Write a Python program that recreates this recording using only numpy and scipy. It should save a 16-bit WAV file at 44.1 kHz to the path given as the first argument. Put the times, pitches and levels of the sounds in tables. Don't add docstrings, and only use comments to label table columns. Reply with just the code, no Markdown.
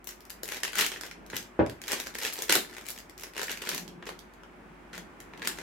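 import sys
import numpy as np
from scipy import signal
from scipy.fft import rfft, irfft, next_fast_len
from scipy.io import wavfile
from scipy.ndimage import map_coordinates

SR = 44100
rng = np.random.default_rng(int(sys.argv[2]) if len(sys.argv) > 2 else 0)


def write(x):
    x = np.atleast_2d(x).T
    wavfile.write(sys.argv[1], SR, np.round(np.clip(x, -1, 1) * 32767).astype(np.int16))


N = 247968

# f/Hz, relative level/dB
AIR_SPECTRUM = [(32, -39), (47, -19), (62, -7.5), (100, -16), (180, -8), (360, -7), (480, -12.5),
                (800, -12), (1500, -14), (2400, -19.5), (4000, -34), (8000, -38.5), (16000, -46.5)]
# t/s, level/dB
AIR_SWELL = [(0, -57), (.4, -52.5), (1.5, -53), (2.7, -52), (3.15, -53.5), (3.9, -54.5), (5.62, -50)]
# f/Hz, rms level/dB, level waver/dB, phase drift/rad
FRIDGE_PARTIALS = [(48.6, -63, 1.5, .25), (242, -70, 3, .9), (361, -66.5, 3.5, .9)]
# f/Hz, left-right coherence
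DIFFUSE_COHERENCE = [(60, 0.7), (130, 0.98), (290, 0.6), (640, 0.31), (1400, 0), (3100, 0.21), (7000, 0)]
# f/Hz, left-right coherence
DIRECT_COHERENCE = [(300, 1), (1000, 0.81), (2000, 0.99), (4000, 0.29), (10000, 0.15)]
# t/s, relative level/dB, brightness/(dB/octave),
# low-mid level below 900 Hz/dB, left minus right/dB
CREASES = [(.0436, -43.5, 6.5, 0, 7), (.0724, -31, 3, 2.5, 15), (.2065, -46, 5.5, -5, 2),
           (.2528, -47.5, 3, 6, 4), (.298, -40, 3, 0, 3), (.303, -33, 3, -2, 3), (.433, -28, 3, 11, 3),
           (.4883, -31, 0.5, 0, 6), (.5211, -29, 1, 3, 8), (.6332, -21, -2, -3, -2.5),
           (.679, -30.5, -3, -4, 7), (.7316, -31, -3.5, -3, 4), (.7546, -26, -1, -19, 2),
           (.7843, -20, 2.5, -8, 5), (.7891, -19.5, -2, -10, 5), (.798, -23.5, 3, -13, -9),
           (.8094, -18, 0, -20, 4), (.8469, -24.5, -2.5, -18, -6), (.8638, -23, 2, -12, 2),
           (.9175, -30, -3.5, -7, -3), (.9605, -33, -6, 2, -1), (1.0111, -31, 0.5, 7, -9),
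           (1.0348, -32, -2, 7, 2), (1.1121, -36, -4.5, -26, -1), (1.3008, -37, -1.5, -3, 0),
           (1.3317, -29, -10.5, 7.5, -6), (1.3662, -24, -1.5, -7, 4), (1.6628, -35, -3.5, 9, 0),
           (1.6971, -34.5, 1, 20, -6), (1.8168, -35.5, 0, 1, -2), (1.8384, -36.5, -1, -6, -5),
           (1.9184, -22.5, 1, -8, 1), (1.931, -23, 0, 9, -1), (2.0003, -27, 1.5, 15, 1),
           (2.0697, -30, .5, 15, -2), (2.1525, -29.5, -1, 4, 1), (2.186, -30, 3, -7, -1),
           (2.2331, -31, 2, 3, 0), (2.2499, -23, -1.5, -26, -3), (2.2768, -29, -0.5, -12, -3),
           (2.3383, -30.5, 8, 5, 6), (2.389, -29.5, 1, 11, 0), (2.4215, -24, 3, 7, 0),
           (2.4951, -14.5, -1, 1.5, -3), (2.505, -21, 1, 13, 2), (2.5237, -12.5, 1, -7, -2),
           (2.5529, -13.5, 2.5, 12.5, -3), (2.5618, -23, -2, 3.5, 3), (2.7671, -35.5, -1.5, 5, 2),
           (2.8865, -30.5, 5, -8, 7), (2.9034, -29, 7, -2, -12.5), (2.9874, -38, 4, -1, -1),
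           (3.0966, -43, 1.5, -3, 5), (3.1788, -40.5, 3, -5, 4), (3.235, -31.5, 0.5, 3, -3),
           (3.268, -43, -2, 4, 0), (3.3792, -28.5, -1.5, -10, -1), (3.416, -26.5, -1, 3, 2),
           (3.4309, -26, 0.5, 7, -9), (3.4821, -31, -9, -9, -1), (3.495, -27.5, -4.5, -4, -6),
           (3.516, -29.5, 2.5, -3, 0), (3.5736, -34.5, -0.5, 0, -4), (3.6205, -31.5, -1.5, -1, -1),
           (3.6905, -22, 1, 6.5, -1), (3.779, -27.5, 1, 2, -2), (3.8787, -39.5, -1.5, -8, -10),
           (4.0255, -37, -10, 4, -1), (4.0692, -34.5, -5.5, 9.5, 0), (4.0909, -31, -2.5, 9, -4),
           (4.191, -41.5, 1, -2, -6), (4.3375, -54, 0.5, -2, -2), (4.4344, -44.5, -6, 0, 1),
           (4.9307, -40.5, -5.5, -6.5, -4.5), (5.203, -40, 0.5, -12, -4), (5.3357, -39.5, -7, 1, -1),
           (5.4193, -30.5, -6.5, -6, -5), (5.4552, -31.5, -3, 0, 0), (5.4735, -19, 1.5, 2.5, -1)]
# f/Hz, relative level/dB
FILM_SPECTRUM = [(60, -48), (170, -15), (400, -3.5), (650, -8), (1040, -5.5), (1220, -6), (1750, 1.5),
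                 (2700, -1), (4500, -3), (7000, -4), (9500, -9.5), (12000, -6.5), (16000, -16.5)]
# f/Hz, left minus right/dB
FILM_BALANCE = [(2000, 2.5), (4500, -1.1), (8000, -1.0), (13000, 5.5)]
# delay/s, level/dB
REFLECTIONS = [(.0021, -13.5), (.0046, -23.5), (.0092, -17.5), (0.0096, -12.5), (0.015, -18.5),
               (0.017, -16.5)]
# f/Hz, T60/s
ROOM_DECAY = [(150, 0.41), (400, 0.25), (1000, 0.25), (2800, 0.25), (7500, 0.25), (15000, 0.23)]
# t/s at full force, hold/s, effort/dB, rise/s, brightness/(dB/octave)
FINGER_SQUEEZES = [(.08, 0.0088, -45.5, .015, -0.5), (.498, 0.069, -39.5, 0.068, 0),
                   (.64, 0.013, -41, .01, 0), (.779, 0.045, -28, 0.046, 1), (.925, 0.02, -42, 0.019, -1.5),
                   (1.055, 0.033, -49, 0.048, -.5), (1.346, 0.051, -45, 0.1, -1),
                   (1.888, 0.038, -33, .028, 0), (1.97, 0.044, -41.5, .05, -1),
                   (2.062, .012, -45, .05, -2.5), (2.235, 0.036, -36, .11, 1), (2.32, 0.13, -42.5, .05, 0),
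                   (2.497, 0.05, -28, 0.015, 1), (2.631, .2, -51, .05, -2), (2.877, 0.01, -42, 0.049, 3.5),
                   (2.98, 0.0064, -51, 0.059, 1.5), (3.21, 0.013, -49, 0.0553, 1.5),
                   (3.38, 0.033, -37.5, 0.059, -2.5), (3.503, 0.0097, -38, 0.043, -1),
                   (3.6, 0.039, -48, 0.13, -4), (3.695, 0.048, -37, 0.15, 0),
                   (4.075, 0.013, -46.5, 0.055, -1.5), (4.94, .025, -44.5, .02, -1.5),
                   (5.41, 0.083, -43.5, 0.045, -2.5), (5.576, .045, -44, 0.038, -4)]
# level/dB, brightness/(dB/octave), low-mid level/dB, left minus right/dB
CREASE_SCATTER = (3.6, 2.05, 3, 3.5)
# t/s at full force, hold/s, level/dB, rise/s
HAND_SHIFTS = [(1.2, 0.2, -51, 0.18), (3.73, 0.49, -46, 0.17), (4.65, 0.26, -56, 0.32),
               (4.99, .03, -51, .11), (5.46, .16, -50.5, 0.38)]
# f/Hz, relative level/dB
RUMBLE_SPECTRUM = [(28, -39), (46, -6), (62, -14.5), (120, -18.5), (175, 2.5), (240, -7), (360, -6),
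                   (480, -14.5), (900, -15.5), (3000, -63)]
# t/s, relative level/dB, lowest driven f/Hz, highest driven f/Hz
BLOWS = [(1.333, -23.5, 45, 229), (1.592, 2.5, 40, 790), (2.563, -14, 306, 464)]
# f/Hz, relative level/dB
PUSH_SPECTRUM = [(30, -42.5), (80, -7), (200, -6), (400, 1.5), (700, -4.5), (1200, -6.5), (1600, -1),
                 (3000, -6.5), (5000, -14), (16000, -30)]
# f/Hz, relative level/dB, T60/s
TABLE_MODES = [(49.3, -23.5, 0.46), (82.2, -3, 0.18), (122.3, -3.5, 0.22), (241, -14.5, 0.29),
               (286, -9.5, 0.31), (322.3, 3, 0.17), (392, 7.5, 0.065), (468, -2.5, 0.19), (525, 1.5, 0.18),
               (592, -3.5, 0.27), (652, -9, 0.32), (819, -3, 0.21), (958, -4.5, 0.26), (1082, -9, 0.23),
               (1390, -13, 0.16)]


def amp(db):
    return 10 ** (np.asarray(db) / 20)


def unit(x):
    return x / np.sqrt(np.mean(x ** 2) + 1e-20)


def along(points, hz):
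    f, v = np.transpose(points)
    return np.interp(np.log(hz + 1), np.log(f), v)


def curve(rows):
    return np.interp(np.arange(N) / SR, *np.transpose(rows))


def wobble(rate):
    return map_coordinates(rng.standard_normal(int(N * rate / SR) + 4), [np.arange(N) * rate / SR])


def filtered(x, response):
    m = next_fast_len(x.shape[-1] + SR // 8)
    return irfft(rfft(x, m) * response(np.fft.rfftfreq(m, 1 / SR)), m)[..., :x.shape[-1]]


def minimum_phase(gain, size=2048):
    cepstrum = irfft(np.log(np.maximum(gain(np.fft.rfftfreq(size, 1 / SR)), 1e-6)))
    cepstrum[1:size // 2] *= 2
    cepstrum[size // 2 + 1:] = 0
    impulse = irfft(np.exp(rfft(cepstrum)))
    return impulse / np.linalg.norm(impulse)


def add(track, s, sound):
    part = track[..., max(round(s * SR), 0):][..., :sound.shape[-1]]
    part += sound[..., :part.shape[-1]]


def stereo_noise(size, coherence):
    hz = np.fft.rfftfreq(size, 1 / SR)
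    turn = np.arccos(np.clip(along(coherence, hz), -1, 1)) / 2
    white = rfft(rng.standard_normal((2, size)))
    mid, side = irfft(white * np.array([np.cos(turn), np.sin(turn)]), size)
    return np.array([mid + side, mid - side])


def diffuse_noise(spectrum):
    return unit(filtered(stereo_noise(N, DIFFUSE_COHERENCE), lambda hz: amp(along(spectrum, hz))))


def room_air():
    return amp(curve(AIR_SWELL)) * diffuse_noise(AIR_SPECTRUM)


def fridge_hum():
    t = np.arange(N) / SR
    hum = np.zeros(N)
    for hz, db, waver_db, drift in FRIDGE_PARTIALS:
        peak = amp(db + waver_db * wobble(8.4)) * np.sqrt(2)
        hum += peak * np.sin(2 * np.pi * hz * t + drift * wobble(12))
    return hum


def snaps(creases, flutter_s=0.0019, gain_db=18.5, lead_s=.003, lead_db=-17,
          low_mid_hz=900, room_db=-1.17):
    direct, reverb = np.zeros((2, N)), np.zeros((2, N))
    t = np.arange(640) / SR - lead_s
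    for s, db, bright_db, low_mid_db, pan_db in creases:
        span_s = flutter_s * amp((db + 30) / 4 - bright_db / 2)
        age = np.maximum(t, 0) / span_s
        flutter = np.tanh(10 * age) * np.exp(-age ** 2)
        creak = amp(lead_db) * np.exp(-np.abs(t) / lead_s)
        burst = (flutter + creak) * stereo_noise(t.size, DIRECT_COHERENCE)
        tilt = lambda hz: bright_db * np.log2(np.maximum(hz, 1500) / 4000)
        shelf = lambda hz: low_mid_db / (1 + (hz / low_mid_hz) ** 4)
        film = minimum_phase(lambda hz: amp(along(FILM_SPECTRUM, hz) + tilt(hz) + shelf(hz)), size=1024)
        click = signal.fftconvolve(burst, film[None], axes=1)
        click *= amp(db + gain_db) / np.linalg.norm(click, axis=1, keepdims=True)
        add(direct, s - lead_s, click * unit(amp([[pan_db / 2], [-pan_db / 2]])))
        add(reverb, s - lead_s, amp(room_db) * signal.fftconvolve(click, room_tail(), axes=1))
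    return with_reflections(direct) + reverb


def with_reflections(x, skew_s=.0003):
    out = x.copy()
    for delay, db in REFLECTIONS:
        skew = skew_s * rng.uniform(-1, 1)
        add(out[0], delay + skew, amp(db) * x[0])
        add(out[1], delay - skew, amp(db) * x[1])
    return out


def room_tail(build_s=0.00038, absorb_db=-2.0, size=16384):
    hz, t, bands = signal.stft(stereo_noise(size, DIFFUSE_COHERENCE), SR, nperseg=256)
    treble_db = absorb_db * (hz / hz[-1] * 2)[:, None]
    decay_db = -60 * t / along(ROOM_DECAY, hz)[:, None]
    tail = signal.istft(bands * amp(treble_db + decay_db), SR, nperseg=256)[1]
    tail *= 1 - np.exp(-(np.arange(tail.shape[1]) / SR / build_s) ** 2)
    return unit(tail) / np.sqrt(tail.shape[1])


def effort(gestures, resting_db, release_db_per_s, rise_db=19, sag_db_per_s=21.5):
    t = np.arange(N) / SR
    level = np.zeros(N) + resting_db
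    for s, hold_s, db, rise_s, *_ in gestures:
        rising = rise_db * np.maximum(s - t, 0) / rise_s
        fading = sag_db_per_s * np.maximum(t - s, 0) + release_db_per_s * np.maximum(t - s - hold_s, 0)
        level = np.maximum(level, db - rising - fading)
    return level


def crinkles(effort_db, bright_db, treble_hz=4500, gain_db=-3, folds_per_s=380, spread_db=5,
             life_s=0.00065, tilt_db_per_octave=-1.63, room_db=-3, slack_db=-59):
    density = folds_per_s * amp(1.03 * (effort_db + 40.5))
    sizes = unit(amp(spread_db * np.minimum(rng.exponential(size=N), 2)))
    yielding = 1 / (1 + amp(9.7 * (slack_db - effort_db)))
    buckles = rng.random(N) < yielding * density / SR
    energy = buckles * (sizes * amp(effort_db + gain_db)) ** 2 * SR / density
    age = np.arange(256) / SR / life_s
    fold = (age * np.exp(-age)) ** 2
    envelope = np.sqrt(np.abs(signal.fftconvolve(energy, fold / fold.sum())[:N]))
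    shower = envelope * stereo_noise(N, DIRECT_COHERENCE)
    film = minimum_phase(lambda hz: amp(along(FILM_SPECTRUM, hz) + tilt_db_per_octave * np.log2(hz + 1)))
    direct = signal.fftconvolve(shower, film[None], axes=1)[:, :N]
    treble = filtered(direct, lambda hz: 1 - 1 / (1 + (hz / treble_hz) ** 2))
    direct += (amp(2 * bright_db) - 1) * treble
    out = with_reflections(direct)
    for part in np.array_split(np.arange(N), 28):
        add(out, part[0] / SR, amp(room_db) * signal.fftconvolve(direct[:, part], room_tail(), axes=1))
    return out


def lesser_creases(effort_db, bright_db, max_per_s=48, half_rate_db=-51.5, level_db=-34, slots=270):
    times = (np.arange(slots) + rng.random(slots)) / slots * (N - 1) / SR
    luck = rng.random(slots)
    traits = np.clip(rng.standard_normal((slots, 4)), -2, 2) * CREASE_SCATTER
    at = (times * SR).astype(int)
    chance = max_per_s * N / SR / slots / (1 + amp(3 * (half_rate_db - effort_db[at])))
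    traits[:, 0] += level_db + .58 * (effort_db[at] + 40)
    traits[:, 1] += bright_db[at]
    return np.column_stack([times, traits])[luck < chance].tolist()


def hand_rumble():
    level_db = effort(HAND_SHIFTS, resting_db=-72, release_db_per_s=150)
    return amp(level_db) * diffuse_noise(RUMBLE_SPECTRUM)


def knocks(push_db=5.5, ring_db=-22, room_db=-1, build_s=0.0077, bend_hz=600, edge_hz=1100):
    out, t = np.zeros((2, N)), np.arange(SR // 2) / SR
    dispersion = lambda hz: (bend_hz - 1j * hz) / (bend_hz + 1j * hz)
    edge_shadow = lambda hz: 1 / (1 + 1j * hz / edge_hz) ** 2
    for s, db, low_hz, high_hz in BLOWS:
        drive = lambda hz: 1 / np.sqrt((1 + (hz / high_hz) ** 4) * (1 + (low_hz / (hz + 1)) ** 6))
        pulse = minimum_phase(lambda hz: amp(along(PUSH_SPECTRUM, hz)) * drive(hz))
        push = filtered(amp(db + push_db) * pulse[None], dispersion)
        add(out, s, filtered(push, edge_shadow))
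        add(out, s, amp(room_db) * signal.fftconvolve(push, room_tail(build_s=0.0027), axes=1))
        for hz, mode_db, t60 in TABLE_MODES:
            apart = np.arccos(np.clip(along(DIFFUSE_COHERENCE, hz), -1, 1)) * rng.choice([-1, 1])
            phase = 2 * np.pi * rng.random() + apart * np.array([[.5], [-.5]])
            onset = 1 - np.exp(-t / (build_s * np.sqrt(500 / hz)))
            ring = onset * amp(-60 * t / t60) * np.sin(2 * np.pi * hz * t + phase)
            add(out, s, amp(db + ring_db + mode_db) * drive(hz) * ring)
    return out


def scene():
    table_and_room = knocks() + hand_rumble() + room_air() + fridge_hum()
    effort_db = effort(FINGER_SQUEEZES, resting_db=-80, release_db_per_s=331.5)
    bright_db = curve([(s, bright) for s, *_, bright in FINGER_SQUEEZES])
    wrapper = crinkles(effort_db, bright_db) + snaps(CREASES + lesser_creases(effort_db, bright_db))
    balance = lambda hz: amp(along(FILM_BALANCE, hz) * np.array([[.5], [-.5]]))
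    return filtered(wrapper, balance) + table_and_room


def record(dry):
    cutoff_hz = 16250
    return filtered(dry, lambda hz: 1 / np.sqrt(1 + (hz / cutoff_hz) ** 200))


dry = scene()
out = record(dry)
write(out)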